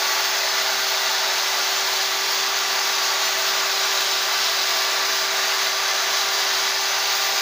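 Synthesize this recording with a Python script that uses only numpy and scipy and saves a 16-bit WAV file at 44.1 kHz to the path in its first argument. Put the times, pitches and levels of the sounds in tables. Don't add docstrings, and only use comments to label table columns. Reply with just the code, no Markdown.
import sys
import numpy as np
from scipy import signal
from scipy.fft import rfft, irfft
from scipy.io import wavfile
from scipy.ndimage import uniform_filter1d, map_coordinates

SR = 44100
rng = np.random.default_rng(int(sys.argv[2]) if len(sys.argv) > 2 else 0)


def elevation(decibels):
    levels = np.asarray(decibels, float)
    return 10 ** (levels / 20)


def output_pcm(signal):
    pcm = np.clip(np.atleast_2d(signal).T, -1, 1) * 32767
    wavfile.write(sys.argv[1], SR, np.round(pcm).astype(np.int16))


N = 326781


def unit(x):
    return x / np.sqrt(np.mean(x ** 2) + 1e-20)


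def seconds():
    return np.arange(N) / SR


def wobble(rate_hz, size=N):
    knots = rng.standard_normal(int(N * rate_hz / SR) + 4)
    at_s = np.arange(size) * (N / size) / SR
    return map_coordinates(knots, [at_s * rate_hz])


def swells(rows):
    t = np.arange(0, N, 64) / SR
    level_db = 0
    for centre_s, peak_db, length_s in rows:
        level_db = level_db + peak_db * np.exp(-np.log(16) * ((t - centre_s) / length_s) ** 2)
    return np.interp(seconds(), t, level_db)


def patches(shape, bins, frames):
    smooth = uniform_filter1d(rng.standard_normal(shape), bins, 0)
    return unit(uniform_filter1d(smooth, frames, 1))


# centre_hz, width_hz, start_db (opposite sign at the end)
TILT = [(860, 70, 2), (4545, 60, 2.5), (4740, 110, -2)]


def through(drive, spectrum, modes, sway, comb_db, patchy_db):
    hz, t, z = signal.stft(drive, SR, nperseg=4096)

    def bump(centre_hz, width_hz):
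        return np.exp(-np.log(16) * ((hz - centre_hz) / width_hz) ** 2)

    f, db = np.transpose(spectrum)
    gain_db = np.interp(np.log(hz + 1), np.log(f), db)[:, None] + 0 * t
    for centre_hz, width_hz, peak_db in modes:
        gain_db += peak_db * np.outer(bump(centre_hz, width_hz), 1 + sway * wobble(2.06, size=len(t)))
    for centre_hz, width_hz, lean_db in TILT:
        gain_db += lean_db * np.outer(bump(centre_hz, width_hz), 1 - 2 * t / t[-1])
    gain_db += comb_db * (patches(z.shape, 3, 10) + .6 * patches(z.shape, 7, 24))
    body = signal.istft(z * elevation(gain_db), SR, nperseg=4096)[1][:N]

    z = signal.stft(body, nperseg=512)[2]
    patchy = z * elevation(patchy_db * patches(z.shape, 8, 10))
    return unit(signal.istft(patchy, nperseg=512)[1][:N])


def links(per_second, spread_db):
    chance, sign, strength = rng.random((3, N))
    struck = chance < per_second / SR
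    return unit(struck * np.sign(sign - .5) * elevation(-spread_db * np.log(strength + .02)))


# time_s, shaft_hz
SPEED = [(0.0, 387.0), (0.55, 390.0), (1.3, 389.2), (1.95, 387.5), (2.55, 391.0), (3.0, 390.1),
         (3.4, 388.2), (3.9, 390.5), (4.6, 388.9), (4.8, 389.0), (5.2, 388.2), (5.6, 388.5), (6.15, 391.2),
         (6.6, 389.6), (7.2, 392.6), (7.41, 391.9)]


def shaft():
    time_s, speed_hz = np.transpose(SPEED)
    hz = np.interp(seconds(), time_s, speed_hz)
    return hz, 2 * np.pi * np.cumsum(hz) / SR


def buzz():
    turn = shaft()[1]
    turns_per_beat = 3.05
    sprocket = np.sin(turn / turns_per_beat + .4 * wobble(4))
    return sprocket + .6 * np.sin(turn + .4 * wobble(4))


# centre_s, peak_db, length_s
SWINGS = [(0.5, -1.5, 0.1), (0.85, -0.5, 0.13), (1.24, 0, .12), (1.97, 0.3, .15), (2.15, -0.5, .15),
          (2.6, -0.7, 0.22), (3.03, 1, .15), (3.17, -.8, 0.092), (3.32, 1, .12), (3.82, 0, .15),
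          (4.08, -0.1, .12), (4.32, -0.3, .15), (4.47, 1.5, 0.073), (4.8, 0.8, 0.14), (5.15, 0.1, .15),
          (5.3, -1.5, 0.11), (6.0, -0.7, 0.13), (6.3, 0.3, .15), (6.7, 0, .3), (7.15, 0.2, .25),
          (7.38, 0.5, .1)]


def bar_swing_db():
    return swells(SWINGS)


# freq_hz, density_db (per Hz)
ROAR = [(60, -59.4), (150, -29.8), (230, -19.8), (330, -13), (540, -10), (640, -2.0), (1100, -2.1),
        (1500, 0.0), (2000, -2.8), (2400, -4.3), (3000, -11.7), (4000, -39.2)]
# centre_hz, width_hz, peak_db
HOUSING = [(237, 20, 2.4), (297, 53, -4.8), (360, 20, 4), (392, 40, -5), (435, 50, 2.5), (550, 17, -4.2),
           (574, 26, 5.4), (612, 15, -3.7), (654, 26, 4.6), (734, 22, -3.4), (872, 45, 3.1),
           (915, 12, -3.6), (1014, 48, 3.1), (1050, 25, -2.9), (1203, 36, 3), (1255, 53, -3.4),
           (1338, 19, 6.0), (1351, 38, -7.1), (1403, 36, 3.4), (1585, 53, 1.1), (1708, 16, -3.4),
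           (1759, 66, 3.7), (1830, 44, -5.6), (1950, 49, 5.5), (2003, 33, 4.0), (2053, 38, 4.4),
           (2196, 28, -2.4), (2265, 21, 4.2), (2395, 20, 3.2), (2493, 33, -4.3)]
# centre_s, peak_db, length_s
GRIP = [(0.12, 0.6, .2), (0.95, -0.4, .4), (1.3, 1.4, .15), (1.85, -0.3, .3), (2.1, -1, 0.11),
        (2.4, 0.1, 0.17), (2.9, 0.2, 0.43), (4.07, -0.7, .12), (4.33, .8, .12), (5.0, 1.2, .3),
        (5.22, -1.2, .15), (5.5, 0.9, 0.27), (6.65, 0.6, .2), (6.8, -1.5, .1)]


def roar(rattle, flutter):
    drive = rng.standard_normal(N) + .2 * rattle
    housing = through(drive, ROAR, HOUSING, sway=.15, comb_db=.9, patchy_db=.3)
    return elevation(-26.6 + swells(GRIP) + 0.24 * flutter) * housing


# freq_hz, density_db (per Hz)
RUSH = [(1500, -39.6), (2200, -11.8), (2800, -4.7), (3600, -1.7), (4500, 0.0), (5500, -2.7), (6300, -4.0),
        (7000, -7.4), (7700, -18.3), (8400, -33.1), (10000, -59.4)]
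# centre_hz, width_hz, peak_db
BAR = [(2630, 104, 2.6), (2991, 117, -1.2), (3213, 68, -1.2), (3327, 161, 1.3), (3612, 41, 1.3),
       (3737, 35, 1.1), (3787, 39, -1.1), (3915, 77, 3.7), (3991, 47, -2.0), (4078, 52, 1.0),
       (4138, 42, -2.2), (4179, 25, 0.5), (4240, 69, -1.6), (4393, 56, -2.1), (4549, 39, 1.7),
       (4734, 98, 2.0), (4904, 73, -1.4), (5034, 136, 3.5), (5138, 118, -1.2), (5354, 53, 2.8),
       (5519, 62, 2.0), (5748, 81, -1.4), (5964, 75, -0.9), (6295, 255, 3.0), (6416, 64, -2.3),
       (6648, 92, 1.8), (6927, 59, -1.5), (6955, 250, -1.2), (7381, 50, -1.7)]


def rush(rattle, flutter, beat_db, swing_db):
    drive = rng.standard_normal(N) + .5 * rattle
    bar = through(drive, RUSH, BAR, sway=.3, comb_db=1.25, patchy_db=.5)
    return elevation(-23.7 + swing_db + 0.49 * flutter + beat_db) * bar


# freq_hz, density_db (per Hz)
HISS = [(6000, -29.5), (7600, -2.5), (8300, -1.0), (10100, -2.7), (10900, 0.0), (12000, -1.3),
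        (13500, -3.9), (14200, -6.8), (16000, -29.5)]


def hiss(rattle, flutter, beat_db, swing_db):
    drive = rng.standard_normal(N) + .4 * rattle
    air = through(drive, HISS, [], sway=0, comb_db=1.6, patchy_db=.7)
    return elevation(-42 + 0.58 * swing_db + 0.35 * flutter + beat_db) * air


# freq_hz, density_db (per Hz)
RING = [(12500, -41.0), (13900, -17.6), (14300, -7.1), (14750, 0.0), (15100, -2.6), (15450, -0.4),
        (15600, -0.5), (15900, -60)]
# centre_s, peak_db, length_s
SHADE = [
    (0.17, 1.5, .3),
    (5.8, -1, .6),
    (6.7, -1.8, .4),
    (7.2, 1, .4),
]


def ring(rattle, flutter, beat_db, swing_db):
    drive = rng.standard_normal(N) + .5 * rattle
    capsule = through(drive, RING, [], sway=0, comb_db=1.4, patchy_db=.8)
    aim_db = 1.6 * swing_db + swells(SHADE) + .4 * wobble(3)
    return elevation(-36.8 + aim_db + 0.69 * flutter + 2 * beat_db) * capsule


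# cruise_db, speed_gain_db_per_hz, facing_gain_db
ORDERS_DB = [
    (-42.5, -0.3, 0.8),
    (-43, 1.2, 1),
    (-42, 0, 3.5),
]


def whine():
    hz, turn = shaft()
    cruise_hz, turn_s, turn_takes_s = 389.5, 2.2, .5
    slip = .12 * wobble(10)
    facing = np.clip((seconds() - turn_s) / turn_takes_s + .5, 0, 1)
    total = np.zeros(N)
    for k, (cruise_db, db_per_hz, facing_db) in enumerate(ORDERS_DB):
        level_db = cruise_db + db_per_hz * (hz - cruise_hz) + facing_db * facing + .6 * wobble(2.55)
        total += np.sqrt(2) * elevation(level_db) * np.sin((k + 1) * turn + k * slip)
    return total


PANEL_HZ = (899, 1134)
# centre_s, peak_db, length_s
SINGS = [
    (0.08, 16, .25),
    (0.7, 6, .4),
    (2.5, 6, .4),
    (3.05, 14, .5),
    (4.5, 6, .4),
    (4.95, 10, .5),
]


def panels():
    t = seconds()
    fade_db_per_s = 1
    levels_db = (-42 - fade_db_per_s * t, -50 + swells(SINGS))
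    total = np.zeros(N)
    for hz, level_db in zip(PANEL_HZ, levels_db):
        level = np.sqrt(2) * elevation(level_db + 1.2 * wobble(12))
        total += level * np.sin(2 * np.pi * hz * t + 1.1 * wobble(11))
    return total


# freq_hz, density_db (per Hz)
FLOOR = [(15, -12), (30, -12), (60, -5), (90, 9), (130, 8), (170, -11.5), (260, -14.5)]
# centre_s, peak_db, length_s
THUDS = [(0.24, 9, .1), (0.77, 6, .12), (1.11, -9, .08), (1.23, 7, .15), (1.6, -14, .22), (1.88, -9, .1),
         (2.02, 4, .1), (2.77, 9, .1), (2.98, -10, .2), (3.22, 5, .1), (3.39, 8, .12), (4.06, 8, .08),
         (4.36, -7, .15), (4.52, 5, .1), (5.6, -4, .2), (5.8, 5, .15), (6.95, 7, .3), (7.3, -6, .1)]


def rumble():
    shop = through(rng.standard_normal(N), FLOOR, [], sway=0, comb_db=1.0, patchy_db=0.5)
    return elevation(-66.5 + swells(THUDS) + 1.5 * wobble(7)) * shop


def scene():
    swing_db = bar_swing_db()
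    flutter = .8 * wobble(12) + .3 * wobble(25)
    rattle = links(per_second=2000, spread_db=2.3)
    beat_db = .2 * buzz()
    saw = roar(rattle, flutter)
    saw += rush(rattle, flutter, beat_db, swing_db)
    saw += hiss(rattle, flutter, beat_db, swing_db)
    saw += ring(rattle, flutter, beat_db, swing_db)
    saw += whine() + panels() + rumble()
    return np.array([saw, saw])


# start_s, low_hz, high_hz, level_db
FILLS = [(0.499, 4630, 6270, -34), (0.923, 8936, 11047, -52), (1.782, 5642, 6912, -34),
         (1.782, 12403, 13717, -56), (2.943, 4630, 5642, -36), (3.268, 5168, 6930, -34),
         (3.477, 12403, 14449, -48), (3.756, 4242, 5168, -34), (3.756, 11047, 12425, -52),
         (3.849, 6245, 7500, -39), (4.127, 5650, 7580, -36), (4.127, 11714, 13092, -53),
         (4.569, 11736, 13071, -53), (5.799, 7558, 10314, -47), (6.984, 13738, 15159, -42)]


def side_noise():
    block, offset = 1024, 692
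    side = np.zeros(N)
    n = np.arange(2 * block) + (block + 1) / 2
    window = signal.windows.cosine(2 * block)
    for start_s, low_hz, high_hz, level_db in FILLS:
        start = offset + block * (round((start_s * SR - offset) / block) - 1)
        bins = np.arange(round(low_hz * 2 * block / SR), round(high_hz * 2 * block / SR))
        cosines = np.cos(np.pi / block * np.outer(n, bins + .5))
        band = cosines @ rng.standard_normal(block)[bins]
        side[start:start + 2 * block] += elevation(level_db) * unit(band) * window
    return side


def low_pass(x):
    return signal.sosfilt(signal.butter(12, 16870, fs=SR, output="sos"), x)


def record(dry):
    top_hz = 15500
    mix = dry + side_noise() * [[1], [-1]]
    passed = np.fft.rfftfreq(N, 1 / SR) < top_hz
    mix = irfft(rfft(mix) * passed, N)
    return low_pass(mix)


dry = scene()
out = record(dry)
output_pcm(out)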